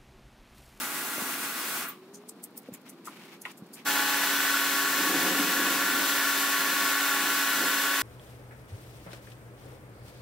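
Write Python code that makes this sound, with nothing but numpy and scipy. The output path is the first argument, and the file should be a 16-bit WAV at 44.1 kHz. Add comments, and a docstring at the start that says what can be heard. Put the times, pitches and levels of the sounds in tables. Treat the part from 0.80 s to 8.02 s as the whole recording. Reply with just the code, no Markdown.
"""A paved yard, where an electric pressure washer is at work. Its motor and pump whine and rattle while a jet
of fine drops hisses on the concrete. The jet stops, water splutters and dribbles, and a few things knock over
the sound of distant traffic. Then the scene changes: the washer runs nearer and louder, its jet drumming now
and then on a hollow drain at the foot of a wall."""
import sys
import numpy as np
from scipy import signal
from scipy.fft import rfft, irfft
from scipy.io import wavfile
from scipy.ndimage import uniform_filter1d

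SR = 44100
rng = np.random.default_rng(int(sys.argv[2]) if len(sys.argv) > 2 else 0)


def generate_wav(signal):
    """Clip the signal to [-1, 1] and save it as 16-bit WAV at the path in sys.argv[1]."""
    frames = np.transpose(np.atleast_2d(signal))
    scaled = np.clip(frames, -1, 1) * 32767
    pcm = np.round(scaled).astype(np.int16)
    wavfile.write(sys.argv[1], SR, pcm)


N = 318402
TIME = np.arange(N) / SR
FREQ = np.maximum(np.arange(N // 2 + 1) * SR / N, 1)
EARS = np.array([[1], [-1]])  # left, right

TRIGGER_OFF_S, JET_FALL_DB_PER_S = 1.03, 220
PUMP_OFF_S, PUMP_FALL_DB_PER_S = 1.06, 260
WALL_START_S, WALL_RISE_S = 3.048, .024

# The hiss of the jet by the wall: pitch_hz, level_db
WALL_HISS = [(60, -56), (150, -9), (320, -6.5), (620, 1.5), (950, 5.5), (2000, 3), (3600, 5.5), (4800, 3),
             (6500, 1), (9200, -1), (12000, 2), (15500, 2.5)]
# Thin rings of the nozzle: pitch_hz, width_hz, level_db
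NOZZLE_RINGS = [(4175, 18, -0.5), (5160, 17, 0), (7700, 78, -1.5), (8100, 35, -3.5), (12000, 63, -9.5)]
# How strong each of the MOTOR_TONES is within the pump's sound: level_db
WALL_TONES_DB = [-14, -21.5, -26.5, -26, -28, -11, -16.5, -10, -12.5, -13.5, -16.5, -23, -20.5, -28, -18.5,
                 -20, -19.5, -20]
# Where the pump's housing rings: pitch_hz, width_hz, level_db
WALL_HOUSING = [(990, 86, -6), (1126, 91, -2), (1397, 34.6, 6.5), (1485, 75, 2), (1738, 53, 3.5),
                (1916, 46, -1), (2178, 84, -3.5), (2650, 290, -8), (3100, 320, -15)]
# Standing waves by the wall briefly lift or sink a tone: middle_s, shaft_multiple, gain_db, half_length_s
STANDING_WAVES = [(3.12, 3, 15, 0.45), (6.35, 3, 12.5, .17), (3.51, 4, -12, 0.11), (5.25, 4, -5, 0.19)]
# Stereo width, or how unlike left and right are: pitch_hz, width_db
WALL_STEREO = [(60, -11), (200, -64), (380, -31), (700, -12), (1290, -14.5), (2380, -5), (4400, -6.5),
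               (7000, 1.5), (9000, -19), (15000, -22)]
def spray_wall(hiss_db=-28, pump_db=-28.5, nozzle_db=-15, sink_db_per_s=.19):
    """Spraying beside the machine; the hiss sinks slowly as the lance moves off."""
    hiss = jet(WALL_HISS, WALL_STEREO, grain_db=1.5, flicker_db=.49)
    hiss += amp(nozzle_db) * noise(resonances(NOZZLE_RINGS), WALL_STEREO)
    hiss *= amp(hiss_db - sink_db_per_s * (TIME - WALL_START_S))
    lifts_db = {}
    for s, multiple, db, half in STANDING_WAVES:
        lifts_db[multiple] = lifts_db.get(multiple, 0) + db * hump(s, half)
    hum = pump(WALL_TONES_DB, WALL_HOUSING, WALL_STEREO, lifts_db, shaft_hz=279.7, rattle_db=-3)
    return (hiss + amp(pump_db) * hum) * wall_fade_in()


# The hiss of the jet on open concrete: pitch_hz, level_db
PATIO_HISS = [(60, -44), (150, -2), (270, 12), (520, 3.5), (900, 7), (2000, 4), (3000, 2.5), (4800, 0.5),
              (6500, 1), (8300, 4), (12000, 4), (15500, 4.5)]
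# How strong each of the MOTOR_TONES is from farther away: level_db
PATIO_TONES_DB = [-17.5, -46, -35, -21.5, -18, -13.5, -11, -13.5, -12.5, -30, -16.5, -24, -16.5, -17, -22,
                  -17.5, -21, -19.5]
# Where the housing rings while the pump runs, and as it stops: pitch_hz, width_hz, level_db
PATIO_HOUSING = [(1110, 120, -5), (1250, 98, -2.5), (1440, 150, -1.5), (1660, 120, -4), (1950, 90, -4.5),
                 (2200, 220, -8), (2610, 89, -7.5)]
STOPPING_RINGS = [(1150, 94, -2), (2600, 1400, -18)]
# Stereo width in the open: pitch_hz, width_db
PATIO_STEREO = [(200, -19), (700, -15.5), (1290, -9), (2380, -1.5), (4400, -2), (6500, -0.5), (8500, -32),
                (15000, -46)]
def spray_patio(hiss_db=-33.5, pump_db=-38, ring_db=-44):
    """Spraying away from the machine, until the trigger is let go and the pump dies away."""
    hiss = amp(hiss_db) * jet(PATIO_HISS, PATIO_STEREO, grain_db=2, flicker_db=.94)
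    hiss *= release(TRIGGER_OFF_S, JET_FALL_DB_PER_S)
    hum = pump(PATIO_TONES_DB, PATIO_HOUSING, PATIO_STEREO, {}, shaft_hz=278.8, rattle_db=-2.5)
    hum *= amp(pump_db) * release(PUMP_OFF_S, PUMP_FALL_DB_PER_S)
    ring = burst(1.104, swell_s=.05, fade_s=.04) * noise(resonances(STOPPING_RINGS), PATIO_STEREO)
    return hiss + hum + amp(ring_db) * ring


# Short echoes from paving, kerb and walls: delay_s, level_db
ECHOES = [(.0023, -21.5), (.0047, -29), (.0081, -15), (0.0124, -14)]
def jet(spectrum, stereo, grain_db, flicker_db, drift=.012):
    """Fine drops hit concrete in a flickering flow; the echoes drift as lance and listener move."""
    direct = noise(colour(spectrum), stereo, droplets(grain_db))
    hiss = direct
    for delay_s, db in ECHOES:
        earlier = np.arange(N) - SR * delay_s * (1 + drift * wander(.8))
        hiss = hiss + amp(db) * direct[:, np.rint(earlier).astype(int) % N]
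    return unit(hiss) * amp(flicker_db * wander(30))


# Motor and gear tones, each a sum of three rates: shaft_multiple, piston_multiple, mains_multiple
MOTOR_TONES = [(1, 0, 0), (1, 0, 1), (2, 0, 0), (2, 0, 1), (3, 0, 0), (4, 0, 0), (5, 0, 0), (5, 1, 0),
               (6, 0, 0), (6, 1, 0), (7, 0, 0), (8, 0, 1), (9, 0, 0), (10, 0, 0), (10, 1, 0), (12, 0, 0),
               (13, 0, 0), (15, 0, 0)]
def pump(tones_db, housing, stereo, lifts_db, shaft_hz, rattle_db, piston_hz=107.6, mains_buzz_hz=120):
    """Motor and gears whine; every shaft turn and piston stroke rattles the housing."""
    speed = 1 + .002209 * (wander(22) + wander(2) / 2)
    turn = 2 * np.pi * np.cumsum(speed) / SR
    shaft, piston = shaft_hz * turn, piston_hz * turn
    mains = 2 * np.pi * mains_buzz_hz * TIME
    whine, width = 0, colour(stereo)
    for (per_turn, per_stroke, per_buzz), db in zip(MOTOR_TONES, tones_db):
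        phase = per_turn * shaft + per_stroke * piston + per_buzz * mains + rng.uniform(0, 2 * np.pi)
        sway_db = 1.18 * wander(2.21)  # slow swells in the yard's standing waves
        flutter = 1 + .23 * min(per_turn / 4, 1) * wander(60)  # loose gears shake high tones most
        level = amp(db + lifts_db.get(per_turn, 0) + sway_db) * flutter
        # left and right hear each tone a little out of step
        skew = np.arctan(np.interp(per_turn * shaft_hz, FREQ, width)) * rng.choice([-1, 1])
        whine += np.sqrt(2) * level * np.sin(phase + EARS * skew)
    pulses = np.cos(shaft) + 1.1 * np.cos(piston) + .5 * np.cos(shaft + piston) + .22 * np.cos(2 * shaft)
    rattle = noise(resonances(housing), stereo, drive=1 + .22 * pulses)
    return whine + amp(rattle_db) * rattle


# The jet sweeps across the drain: middle_s, level_db, half_length_s
DRAIN_PASSES = [(3.17, -53, 0.17), (4.424, -35, 0.25), (4.853, -40, 0.18), (5.192, -47, 0.18),
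                (5.94, -50, 0.085), (6.45, -44.5, .06), (6.844, -38.5, 0.052)]
# Where the drain rings: pitch_hz, width_hz, level_db
DRAIN_RINGS = [(193.4, 22, -2.5), (265, 30, -3), (313, 50, 1.5), (413, 48, -6), (530, 33, -4.5),
               (750, 69, -7)]
def drain(stray_spray_db=-49.5, low_cut_hz=110):
    """The hollow drain booms when the jet finds it, and softly under stray spray in between."""
    level = amp(stray_spray_db) + sum(amp(db) * hump(s, half) for s, db, half in DRAIN_PASSES)
    hollow = resonances(DRAIN_RINGS) / (1 + (low_cut_hz / FREQ) ** 4)
    return level * noise(hollow, WALL_STEREO) * wall_fade_in()


# Moments when the jet bites harder: middle_s, level_db, half_length_s
SIZZLES = [(.85, -45, 0.29), (3.3, -41.5, 0.3)]
def sizzle(pitch_hz=3870, width_hz=1800, low_cut_hz=500):
    """The running jet rasps brightly where it meets bare concrete close by."""
    flowing = release(TRIGGER_OFF_S, JET_FALL_DB_PER_S) + wall_fade_in()
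    level = sum(amp(db) * hump(s, half) for s, db, half in SIZZLES)
    rasp = resonances([(pitch_hz, width_hz, 0)]) / (1 + (low_cut_hz / FREQ) ** 2)
    return flowing * level * noise(rasp, WALL_STEREO, droplets(2.5))


def valve(level_db=-36):
    """The closing trigger valve squeezes out one thin whistle."""
    whistle = noise(resonances([(14200, 600, 0), (10000, 3000, -17)]), PATIO_STEREO)
    return amp(level_db) * burst(1.092, swell_s=.012, fade_s=.014) * whistle


# Spits of water: peak_s, level_db, pitch_hz, fade_s
SPITS = [(1.347, -43.5, 6900, .015), (1.493, -38.5, 8300, 0.0084), (1.641, -38, 10800, .008),
         (1.778, -36.5, 11400, .007), (1.94, -41, 10900, 0.0099), (2.096, -43.5, 9800, 0.0094),
         (2.256, -44.5, 9400, 0.024), (2.619, -46, 9500, .011), (2.658, -52, 8000, .012),
         (2.715, -51.5, 8870, .008), (2.779, -51, 9500, .012), (2.939, -42, 9700, 0.017)]
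# Stereo width of the spits and the other sounds around the yard: pitch_hz, width_db
YARD_STEREO = [(100, -28), (400, -14.5), (1290, -9), (2380, -2.5), (4400, 2.5), (8120, -5), (15000, -21)]
def splutter(width_hz=4800, low_cut_hz=4000, swell_s=.0045, ragged_db=3):
    """Water spits: tiny bubbles ring, an air pocket snaps, then a fine mist settles."""
    out = 0
    drops = droplets(1) * amp(ragged_db * wander(700))
    for s, db, hz, fade_s in SPITS:
        bubbles = resonances([(bubble_hz, 260, 3) for bubble_hz in rng.uniform(4730, 17000, size=6)])
        bright = resonances([(hz, width_hz, 0)]) * (1 + bubbles) / (1 + (low_cut_hz / FREQ) ** 3)
        snap = amp(-7) * burst(s, swell_s=.00027, fade_s=.00042)
        mist = amp(-27) * burst(s, swell_s, fade_s=.024)
        level = burst(s, swell_s, fade_s) + snap + mist
        out += amp(db) * level * noise(bright, YARD_STEREO, drops)
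    return out


# Hard knocks: peak_s, level_db, pitch_hz, fade_s
KNOCKS = [(1.438, -44, 745, 0.0017), (2.274, -34.5, 1192, 0.0037), (2.28, -36.5, 1150, 0.0061),
          (2.653, -33, 2050, 0.01), (2.657, -40.5, 880, 0.014)]
# Where the knocked plastic rings: pitch_hz, width_hz, level_db
PLASTIC_RINGS = [(600, 50, -6), (830, 70, -6), (1040, 62, -0.5), (1260, 73, 2), (1410, 80, -1),
                 (1884, 47, 1.5), (2150, 110, -3), (2600, 300, -8), (3400, 800, -2)]
def knocks(swell_s=.0003, echo_db=-19, echo_fade_s=.027):
    """Hard plastic clacks and dies at once, with a short slap back from the yard."""
    out = 0
    for s, db, hz, fade_s in KNOCKS:
        level = burst(s, swell_s, fade_s) + amp(echo_db) * burst(s, swell_s, echo_fade_s)
        clack = resonances(PLASTIC_RINGS) * resonances([(hz, .27 * hz, 0)])
        out += amp(db) * level * noise(clack, YARD_STEREO)
    return out


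# Soft thuds: peak_s, level_db, pitch_hz, fade_s, overtone_db
THUDS = [(.382, -30.5, 277, 0.0055, -3), (.421, -33.5, 230, 0.0052, -15), (1.888, -40, 248, 0.011, 3),
         (1.921, -38, 183, 0.0062, -15), (2.822, -34.5, 203, .006, -22), (4.596, -25.5, 285, 0.023, -18)]
def thuds(swell_s=.001, overtone_ratio=2.05):
    """Soft blows ring for a few low cycles, each with a shorter, higher overtone."""
    out = 0
    for s, db, hz, fade_s, overtone_db in THUDS:
        phase = 2 * np.pi * hz * (TIME - s)
        low = burst(s, swell_s, fade_s) * np.sin(phase)
        overtone = burst(s, swell_s, .4 * fade_s) * np.sin(overtone_ratio * phase)
        out += np.sqrt(2) * amp(db) * (low + amp(overtone_db) * overtone)
    return cut_bass(out, below_hz=110)


# Slops of water: start_s, level_db, hold_s
SPLASHES = [(1.862, -64, .008), (1.939, -56, 0.0074), (2.066, -57.5, 0.016), (2.264, -56, 0.29),
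            (2.652, -54, 0.048), (2.969, -50.5, 0.03)]
# The sound of water landing on paving: pitch_hz, level_db
SPLASH_COLOUR = [(300, -20), (900, 0), (1500, -2), (2300, 2), (3000, -3), (4200, -8.5), (8000, -14),
                 (15000, -16)]
def patter(dribble_db=-66, drops_per_s=22, drop_db=-64, drop_fade_s=.005):
    """While the jet is off, water dribbles and slops onto the paving and stray drops tick."""
    slops = sum(amp(db) * burst(s, .0083, .018, hold_s) for s, db, hold_s in SPLASHES)
    flow = (amp(dribble_db) + slops) * amp(1.8 * wander(90))
    wash = flow * noise(colour(SPLASH_COLOUR), YARD_STEREO, droplets(3.6))
    hits = (rng.random(N) < drops_per_s / SR) * amp(drop_db + 6 * rng.uniform(-.88, 1, N))
    fading_hits = signal.lfilter([1], [1, -np.exp(-1 / (drop_fade_s * SR))], hits)
    ticks = fading_hits * noise(resonances([(10500, 6000, 0)]), YARD_STEREO, droplets(2))
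    paused = (TIME > PUMP_OFF_S) & (TIME < WALL_START_S + WALL_RISE_S)
    return (wash + ticks) * paused


# One pull of a far engine for each gear: middle_s, half_length_s, pitch_hz, rise_hz_per_s, level_db
GEARS = [(1.33, .32, 398, 225, -56), (2.4, .36, 341, 20, -60), (5.05, .3, 570, 70, -51.5)]
# The outdoor rumble: pitch_hz, level_db
RUMBLE = [(30, -45), (80, -32), (130, -10), (180, 0.5), (240, 2.5), (400, -3), (560, -10), (970, -13),
          (1400, -16), (2550, -31), (4200, -27.5), (6700, -37), (11000, -36), (15500, -36)]
def traffic(rumble_db=-53, waver_db=3, wobble=.0071):
    """Distant traffic rumbles, with one engine gliding up through its gears."""
    engine = 0
    for s, half, hz, rise, db in GEARS:
        pitch_hz = (hz + rise * (TIME - s)) * (1 + wobble * wander(40))
        tone = np.sqrt(2) * np.sin(2 * np.pi * np.cumsum(pitch_hz) / SR)
        engine += amp(db + waver_db * wander(23)) * hump(s, half) * tone
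    return engine + amp(rumble_db + .7 * wander(14)) * noise(colour(RUMBLE), YARD_STEREO)


def amp(db):
    """Turn decibels into a gain."""
    return 10 ** (np.asarray(db) / 20)


def unit(x):
    """Scale to an average (rms) level of 1."""
    return x / np.sqrt(np.mean(x ** 2))


def colour(points):
    """A gain for every frequency, joining up (pitch_hz, level_db) points."""
    hz, db = np.transpose(points)
    return amp(np.interp(np.log(FREQ), np.log(hz), db))


def resonances(rings):
    """A gain for every frequency, with a peak at each (pitch_hz, width_hz, level_db)."""
    return np.sqrt(sum((amp(db) / (1 + ((FREQ - hz) / width) ** 2)) ** 2 for hz, width, db in rings))


def cut_bass(x, below_hz):
    """Thin out the low end."""
    return signal.sosfilt(signal.butter(2, below_hz, "highpass", fs=SR, output="sos"), x)


def wander(rate_hz):
    """A smooth random curve that takes rate_hz new turns a second."""
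    hold = int(SR / rate_hz)
    steps = np.repeat(rng.standard_normal(N // hold + 1), hold)
    return unit(uniform_filter1d(uniform_filter1d(steps, hold), hold)[:N])


def noise(gain, stereo, drive=1):
    """Stereo noise of level 1, shaped in time by drive and in pitch by gain."""
    shared, difference = rfft(rng.standard_normal((2, N)) * drive)
    return unit(irfft(gain * (shared + EARS * colour(stereo) * difference), N))


def droplets(spread_db):
    """Impact sizes: many small drops and a few large ones."""
    return amp(spread_db * np.minimum(rng.exponential(size=N), 5.5))


def burst(s, swell_s, fade_s, hold_s=0):
    """A level that swells up to time s, may hold, and dies away."""
    before, after = (s - TIME) / swell_s, (TIME - s - hold_s) / fade_s
    return np.exp(-np.maximum(np.maximum(before, after), 0))


def hump(s, half_length_s):
    """A smooth rise and fall around time s."""
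    return np.exp(-((TIME - s) / half_length_s) ** 2)


def release(s, db_per_s):
    """Full level up to time s, then a steady fall."""
    return amp(-db_per_s * np.maximum(TIME - s, 0))


def wall_fade_in():
    """A quick fade in as the scene changes to the washer by the wall."""
    return np.clip((TIME - WALL_START_S) / WALL_RISE_S, 0, 1)


def scene():
    """Everything in the yard, left and right."""
    washer = spray_wall() + spray_patio() + drain() + sizzle() + valve()
    return washer + splutter() + knocks() + thuds() + patter() + traffic()


# How much louder the left side is than the right: pitch_hz, difference_db
LEFT_LEAN = [(1300, 0), (2600, 0.5), (5000, 2), (7000, 4.5), (8500, 0), (12000, -1)]
def record(dry, low_cut_hz=45, top_hz=15740):
    """The microphones shed deep bass and the very top; the left one is a little brighter."""
    spectrum = rfft(cut_bass(dry, low_cut_hz))
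    lean = colour(LEFT_LEAN) ** (EARS / 2)
    top_cut = 1 / np.sqrt(1 + (FREQ / top_hz) ** 1000)
    return irfft(spectrum * lean * top_cut, N)


dry = scene()
out = record(dry)
generate_wav(out)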